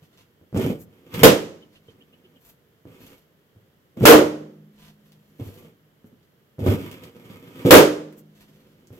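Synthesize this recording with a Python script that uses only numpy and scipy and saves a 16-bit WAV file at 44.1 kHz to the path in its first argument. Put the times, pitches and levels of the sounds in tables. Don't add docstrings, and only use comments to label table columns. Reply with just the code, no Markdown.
import sys
import numpy as np
from scipy import signal
from scipy.fft import rfft, irfft
from scipy.io import wavfile
from scipy.ndimage import uniform_filter1d

SR = 44100
rng = np.random.default_rng(int(sys.argv[2]) if len(sys.argv) > 2 else 0)


def to_wav(sig):
    pcm = np.clip(np.atleast_2d(sig), -1, 1) * 32767
    pcm = np.round(pcm).astype(np.int16)
    wavfile.write(sys.argv[1], SR, pcm.T)


N = 396459
TIME = np.arange(N) / SR

# (frequency [Hz], level [dB])
HUSH_SPECTRUM = [(32, -40.5), (55, -13.5), (153, -1.5), (257, -9.5), (444, -8.5), (804, -19.5), (1890, -20),
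                 (2510, -26.5), (3110, -21), (3760, -28), (8840, -36), (10900, -33), (12300, -27),
                 (16000, -34.5)]
# (frequency [Hz], time to fall 60 dB [s])
ROOM_DECAY = [(60, 0.31), (150, 0.61), (300, 0.5), (480, 0.48), (1000, 0.45), (3000, 0.43), (6000, 0.46),
              (15000, 0.26)]
# (frequency [Hz], left-right correlation [-1 to 1])
PORT_LIKENESS = [(30, 0.68), (110, .86), (300, 0.76), (450, 0.96), (650, 0.025), (1500, 0), (16000, 0.28)]
# (frequency [Hz], left minus right [dB])
PORT_BALANCE = [(150, -0.5), (330, -1), (620, -6), (1150, 1.5), (2300, -3), (4500, -1.5), (8000, -5.5),
                (11000, 5.5), (15000, 7.5)]
# (time at the fastest [s], spread [s], rustle before trim [dB], fizz [dB])
SWISHES = [(0.046, 0.022, -59, -72), (0.186, 0.059, -60.5, -76), (0.821, 0.017, -55, -48.5),
           (1.762, 0.028, -59, -80), (1.897, .04, -59.5, -81), (2.465, 0.04, -56.5, -56),
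           (3.078, 0.082, -55, -60.5), (4.847, 0.049, -51.5, -65), (5.166, 0.13, -66.5, -74),
           (5.52, .09, -54.5, -59), (6.073, 0.013, -70.5, -66), (8.194, 0.013, -60, -52),
           (8.409, .04, -55.5, -66), (8.564, 0.19, -63.5, -76), (8.967, .04, -61.5, -63.5)]
# (frequency [Hz], level [dB])
CLOTH_SPECTRUM = [(200, 20.5), (600, 11.5), (1300, 10.5), (3200, 12.5), (4500, 8.5), (7000, 3),
                  (10500, -1.5), (12500, 3.5), (16000, -83.5)]
# (frequency [Hz], level [dB])
FIZZ_SPECTRUM = [(3000, -32), (7000, -8), (10500, -10.5), (12500, 2.5), (16000, -11)]
# (time [s], peak level [dB], centre frequency [Hz])
SNAPS = [(0.574, -22.5, 8000), (0.612, -30, 1510), (1.141, -16, 3220), (1.179, -25, 12400),
         (5.121, -36.5, 3370), (6.230, -49.5, 4000), (6.807, -31.5, 2000), (6.914, -23, 2680),
         (7.037, -26.5, 3170), (7.65, -37, 2500), (8.126, -35, 1780), (8.872, -38.5, 6000)]
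# (time at full grip [s], build-up [s], hold [s], groan before trim [dB], creak before trim [dB])
RUBS = [(0.554, 0.0064, 0.16, -22.5, -42.5), (0.615, .006, 0.018, -38, -35.5),
        (0.924, 0.032, 0.28, -53.5, -64), (1.149, 0.016, 0.17, -29, -33.5), (1.887, .02, 0.48, -58, -70.5),
        (2.874, 0.00597, 0.084, -52, -60.5), (3.014, 0.062, 0.12, -49, -56),
        (3.971, 0.0019, 0.047, -32, -50.5), (4.041, 0.015, .004, -7.5, -30),
        (5.399, 0.0037, 0.069, -38, -54.5), (5.666, 0.15, .005, -43.5, -57),
        (6.592, .002, 0.084, -29.5, -49.5), (6.673, 0.012, 0.054, -19, -32.5),
        (6.816, 0.045, 0.13, -40.5, -45), (7.035, .04, 0.044, -41.5, -50), (7.166, 0.05, 0.1, -43.5, -55),
        (7.298, 0.041, 0.056, -43, -49.5), (7.629, 0.15, 0.016, -36, -45), (7.654, .003, 0.12, -15, -33.5),
        (8.483, 0.042, 0.43, -58, -72), (8.928, .01, .07, -47, -61.5)]
# (frequency [Hz], level [dB])
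GROAN_SPECTRUM = [(40, -26), (85, -2), (250, 1), (470, -1), (620, -11), (850, -19.5), (2000, -47.5)]
# (frequency [Hz], level [dB])
SKIN_SPECTRUM = [(300, -18.5), (750, -3.5), (1100, 4.5), (1600, -2.5), (2300, -1), (3400, -3),
                 (3900, -10.5), (7000, -16), (10500, -16.5), (12500, -7), (16000, -22.5)]
# (time [s], level [dB], pitch of the boom [Hz], slap against boom before trim [dB])
THUMPS = [(0.021, -39.5, 154, -6.5), (0.413, -45, 92, 3), (0.528, -25, 144, -0.5),
          (0.546, -13.5, 194, -3.5), (0.563, -9, 99.4, -2.5), (0.592, -21, 259, 4.5),
          (0.643, -13, 138, -10), (0.697, -19, 194, -8.5), (1.176, -16.5, 187, -20),
          (1.217, -12, 128.3, -3.5), (1.885, -42.5, 450, 2), (2.251, -43.5, 363, -18.5),
          (2.854, -37, 135.2, 5), (3.005, -44, 335.8, 2.5), (3.561, -39, 112, -6.5), (3.973, -24, 233, -3),
          (4.009, -12.5, 190, -4), (4.02, -9, 123, -6), (4.039, -9.5, 442, 1), (5.397, -27.5, 267, -7),
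          (5.41, -19.5, 120.6, -9.5), (5.464, -23.5, 92, -8.5), (6.044, -38, 237.4, -0.5),
          (6.128, -44, 239, -1.5), (6.584, -23, 145, -7.5), (6.621, -13.5, 106, -10),
          (6.664, -10.5, 149, 4), (6.683, -2, 101.5, -9.5), (7.302, -33, 205, 1), (7.651, -8, 171.4, -3),
          (8.905, -31.5, 119, -4)]
# (frequency [Hz], level [dB])
SLAP_SPECTRUM = [(25, -15.5), (60, -6.5), (100, 0), (200, 0.5), (450, -4.5), (600, -11), (800, -20.5),
                 (1300, -23.5), (3000, -41), (12000, -52)]
# (time [s], level [dB], bass lift [dB], treble lift [dB], build-up of the room's boom [s],
# time the room stays full [s], ringing against the bang [dB])
BURSTS = [(1.2329, -4, 8, -1, 0.0022, 0.018, -8.5), (4.0539, -0.5, 1.5, -7, 0.052, 0.074, 3),
          (7.7076, 0.5, 0, -5, 0.014, 0.06, -1)]
# (frequency [Hz], level [dB])
BANG_SPECTRUM = [(45, -29.5), (110, -17), (240, -11), (330, -5), (460, 2), (600, -3.5), (720, -11.5),
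                 (1200, -13.5), (2400, -17), (3150, -15), (4000, -20.5), (9500, -26.5), (12500, -21),
                 (16000, -29)]
# (frequency [Hz], relative level [dB], time to fall 60 dB [s])
RINGS = [(102, -24, 0.5), (153, -51, 5.3), (157, -50, 4.6), (158.4, -23, 0.8), (207.5, -44, 3.6),
         (234, -32, 1.1), (288, -48, 1.7), (303.7, -4.5, 0.58), (367, -29, 0.95), (408.5, -13.5, 0.56),
         (451, -9, .42), (480, -45.5, 1.1), (534, -15, 0.52), (767, -23, 0.39)]

HUSH_DB = -62
CHIRP_START_S, CHIRP_GAP_S = 1.615, 0.134
CHIRP_QUICKEN_S = 0.0045
CHIRP_DB, CHIRP_FADE_DB = -57, -0.74
RUB_RELEASE_S = 0.036
LOW_MODE_HZ, LOW_MODE_WIDTH_HZ, LOW_MODE_DB = 101, 5.8, 0.5
CRACK_DB, CRACK_S = 2, 0.0012
FULL_SCALE, KNEE = 0.97, 6
EDGE_HZ = 15900


def amp(db):
    return 10 ** (np.asarray(db) / 20)


def unit(x):
    return x / np.sqrt(np.mean(x ** 2) + 1e-20)


def read(points, hz):
    f, value = np.transpose(points)
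    return np.interp(np.log(hz + 1), np.log(f + 1), value)


def add(mix, s, sound):
    part = mix[:, max(round(s * SR), 0):][:, :sound.shape[1]]
    part += sound[:, :part.shape[1]]


def colour(x, points, size=4096):
    hz = abs(np.fft.fftfreq(size, 1 / SR))
    log_gain = np.log(amp(read(points, hz)))
    response = np.exp(np.conj(signal.hilbert(log_gain)))
    taps = np.fft.ifft(response).real[:size // 2]
    return signal.oaconvolve(x, taps[None], axes=1)[:, :x.shape[1]]


def air(size):
    a, b = rfft(rng.standard_normal((2, size)))
    same = np.clip(read(PORT_LIKENESS, np.fft.rfftfreq(size, 1 / SR)), -1, 1)
    mid = a * np.sqrt((1 + same) / 2)
    side = b * np.sqrt((1 - same) / 2)
    return irfft([mid + side, mid - side], size)


def room(direct_db, build_s=0.00098, hold_s=0.005, damping=0.81, boom_hz=800, late_db=-15,
         early_speed=2.5, size=16384):
    hz, t, z = signal.stft(air(size), SR, nperseg=256)
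    hz = hz[:, None]
    held_t = (t ** 4 + hold_s ** 4) ** (1 / 4) - hold_s
    late = np.exp(-np.log(1000) * held_t * damping / read(ROOM_DECAY, hz))
    fade = late ** early_speed + amp(late_db) * late
    swell = 1 - np.exp(-(t / build_s) ** 2) / (1 + (hz / boom_hz) ** 2)
    reflections = signal.istft(z * fade * swell, SR, nperseg=256)[1][:, :size]
    response = unit(reflections) / np.sqrt(size)
    response[:, 0] += amp(direct_db)
    return response


def echo(x, response):
    return signal.oaconvolve(x[None], response, axes=1)[:, :N]


def slips(per_s, spread_db, clump_db):
    clumps = unit(uniform_filter1d(rng.standard_normal(N), 700))
    size = amp(spread_db * np.minimum(rng.exponential(1, N), 4) + clump_db * clumps)
    happens = rng.random(N) < per_s / SR
    return size * rng.choice([-1, 1], N) * happens


def hush():
    return amp(HUSH_DB) * unit(colour(air(N), HUSH_SPECTRUM))


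def chirps(foot_hz=2700, arch_hz=380, waver_hz=270, size=1200, count=7):
    out = np.zeros((2, N))
    arch = np.sin(np.linspace(0, np.pi, size))
    for k in range(count):
        s = CHIRP_START_S + k * CHIRP_GAP_S - CHIRP_QUICKEN_S * k * (k - 1) / 2
        waver = unit(uniform_filter1d(rng.standard_normal(size), 16))
        hz = foot_hz + arch_hz * arch + waver_hz * waver
        call = np.sqrt(abs(arch)) * np.sin(2 * np.pi * np.cumsum(hz) / SR)
        level = amp(CHIRP_DB + k * CHIRP_FADE_DB)
        add(out, s, level * echo(call, room(direct_db=2, damping=2.55)))
    return out


def swishes(rustle_trim_db=-2):
    fibres = echo(slips(per_s=2000, spread_db=6.0, clump_db=-3.5), room(direct_db=-5.5))
    gains = np.zeros((2, N))
    for s, spread_s, rustle_db, fizz_db in SWISHES:
        swing = np.exp(-((TIME - s) / spread_s) ** 2 / 2)
        gains += amp([[rustle_db], [fizz_db]]) * swing
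    rustling, fizzing = gains
    rustle = unit(colour(fibres, CLOTH_SPECTRUM))
    fizz = unit(colour(fibres, FIZZ_SPECTRUM))
    return amp(rustle_trim_db) * rustling * rustle + fizzing * fizz


def snaps(skirt_db=-11):
    out = np.zeros((2, N))
    for s, db, hz in SNAPS:
        peak = [(hz / 10, 2 * skirt_db), (hz / 2, skirt_db), (hz, 0), (2 * hz, skirt_db)]
        click = colour(room(direct_db=-3.5, damping=1.6), peak)
        add(out, s, amp(db) * click / abs(click).max())
    return out


def stroke(s, build_s, hold_s):
    before = np.minimum(TIME - s, 0)
    after = np.maximum(TIME - s - hold_s, 0)
    return np.exp(before / build_s - after / RUB_RELEASE_S)


def rubbing(groan_trim_db=-3, creak_trim_db=-1):
    jerks = slips(per_s=900, spread_db=3.5, clump_db=2.4)
    groan = unit(colour(echo(jerks, room(direct_db=2.5)), GROAN_SPECTRUM))
    creak = unit(colour(echo(jerks, room(direct_db=-4.0)), SKIN_SPECTRUM))
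    power = np.zeros((2, N))
    for s, build_s, hold_s, groan_db, creak_db in RUBS:
        power += (amp([[groan_db], [creak_db]]) * stroke(s, build_s, hold_s)) ** 2
    groaning, creaking = np.sqrt(power)
    return amp(groan_trim_db) * groaning * groan + amp(creak_trim_db) * creaking * creak


def thumps(slap_trim_db=-1, boom_s=0.012):
    out = np.zeros((2, N))
    t = np.arange(SR // 4) / SR
    for s, db, hz, hard_db in THUMPS:
        boom = np.sin(2 * np.pi * hz * t) * np.exp(-t / boom_s) * (1 - np.exp(-2 * hz * t))
        slap = colour(room(direct_db=-2.0, damping=0.47), SLAP_SPECTRUM)
        add(out, s, amp(db) * np.tile(boom, (2, 1)))
        add(out, s, amp(db + hard_db + slap_trim_db) * slap / abs(slap).max())
    mode_filter = signal.iirpeak(LOW_MODE_HZ, LOW_MODE_HZ / LOW_MODE_WIDTH_HZ, SR)
    low_mode = signal.lfilter(*mode_filter, out)
    return colour(out + amp(LOW_MODE_DB) * low_mode, [(25, -11), (50, -8.5), (85, -1)])


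def pops(ring_s=3):
    out = np.zeros((2, N))
    t = np.arange(ring_s * SR) / SR
    crack = amp(CRACK_DB) * (1 - t / CRACK_S) * np.exp(-t / CRACK_S)
    ring = np.zeros(len(t))
    for hz, db, t60 in RINGS:
        decay = np.exp(-np.log(1000) * t / t60)
        ring += amp(db) * decay * np.sin(2 * np.pi * (hz * t + rng.random()))
    for s, db, bass_db, treble_db, build_s, hold_s, ring_db in BURSTS:
        response = room(direct_db=-21.5, build_s=build_s, hold_s=hold_s, boom_hz=860, size=32768)
        bang = colour(response, BANG_SPECTRUM)
        bang /= np.sqrt(np.mean(bang[:, :SR // 10] ** 2))
        tilt = [(200, bass_db), (350, 0), (1300, 0.0045), (3000, treble_db)]
        add(out, s, amp(db) * colour(bang, tilt))
        ringing = amp(db + ring_db) * ring * (1 - np.exp(-t / build_s))
        add(out, s, np.tile(crack + ringing, (2, 1)))
    return out


def scene():
    return hush() + chirps() + swishes() + snaps() + rubbing() + thumps() + pops()


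def record(dry, lag_s=0.00014):
    left = colour(dry[:1], [(hz, db / 2) for hz, db in PORT_BALANCE])[0]
    right = colour(dry[1:], [(hz, -db / 2) for hz, db in PORT_BALANCE])[0]
    ports = np.array([left, np.roll(right, round(lag_s * SR))])
    clipped = ports / (1 + abs(ports / FULL_SCALE) ** KNEE) ** (1 / KNEE)
    band_limit = signal.firwin(511, EDGE_HZ, window=("kaiser", 9), fs=SR)
    return signal.oaconvolve(clipped, band_limit[None], "same")


dry = scene()
out = record(dry)
to_wav(out)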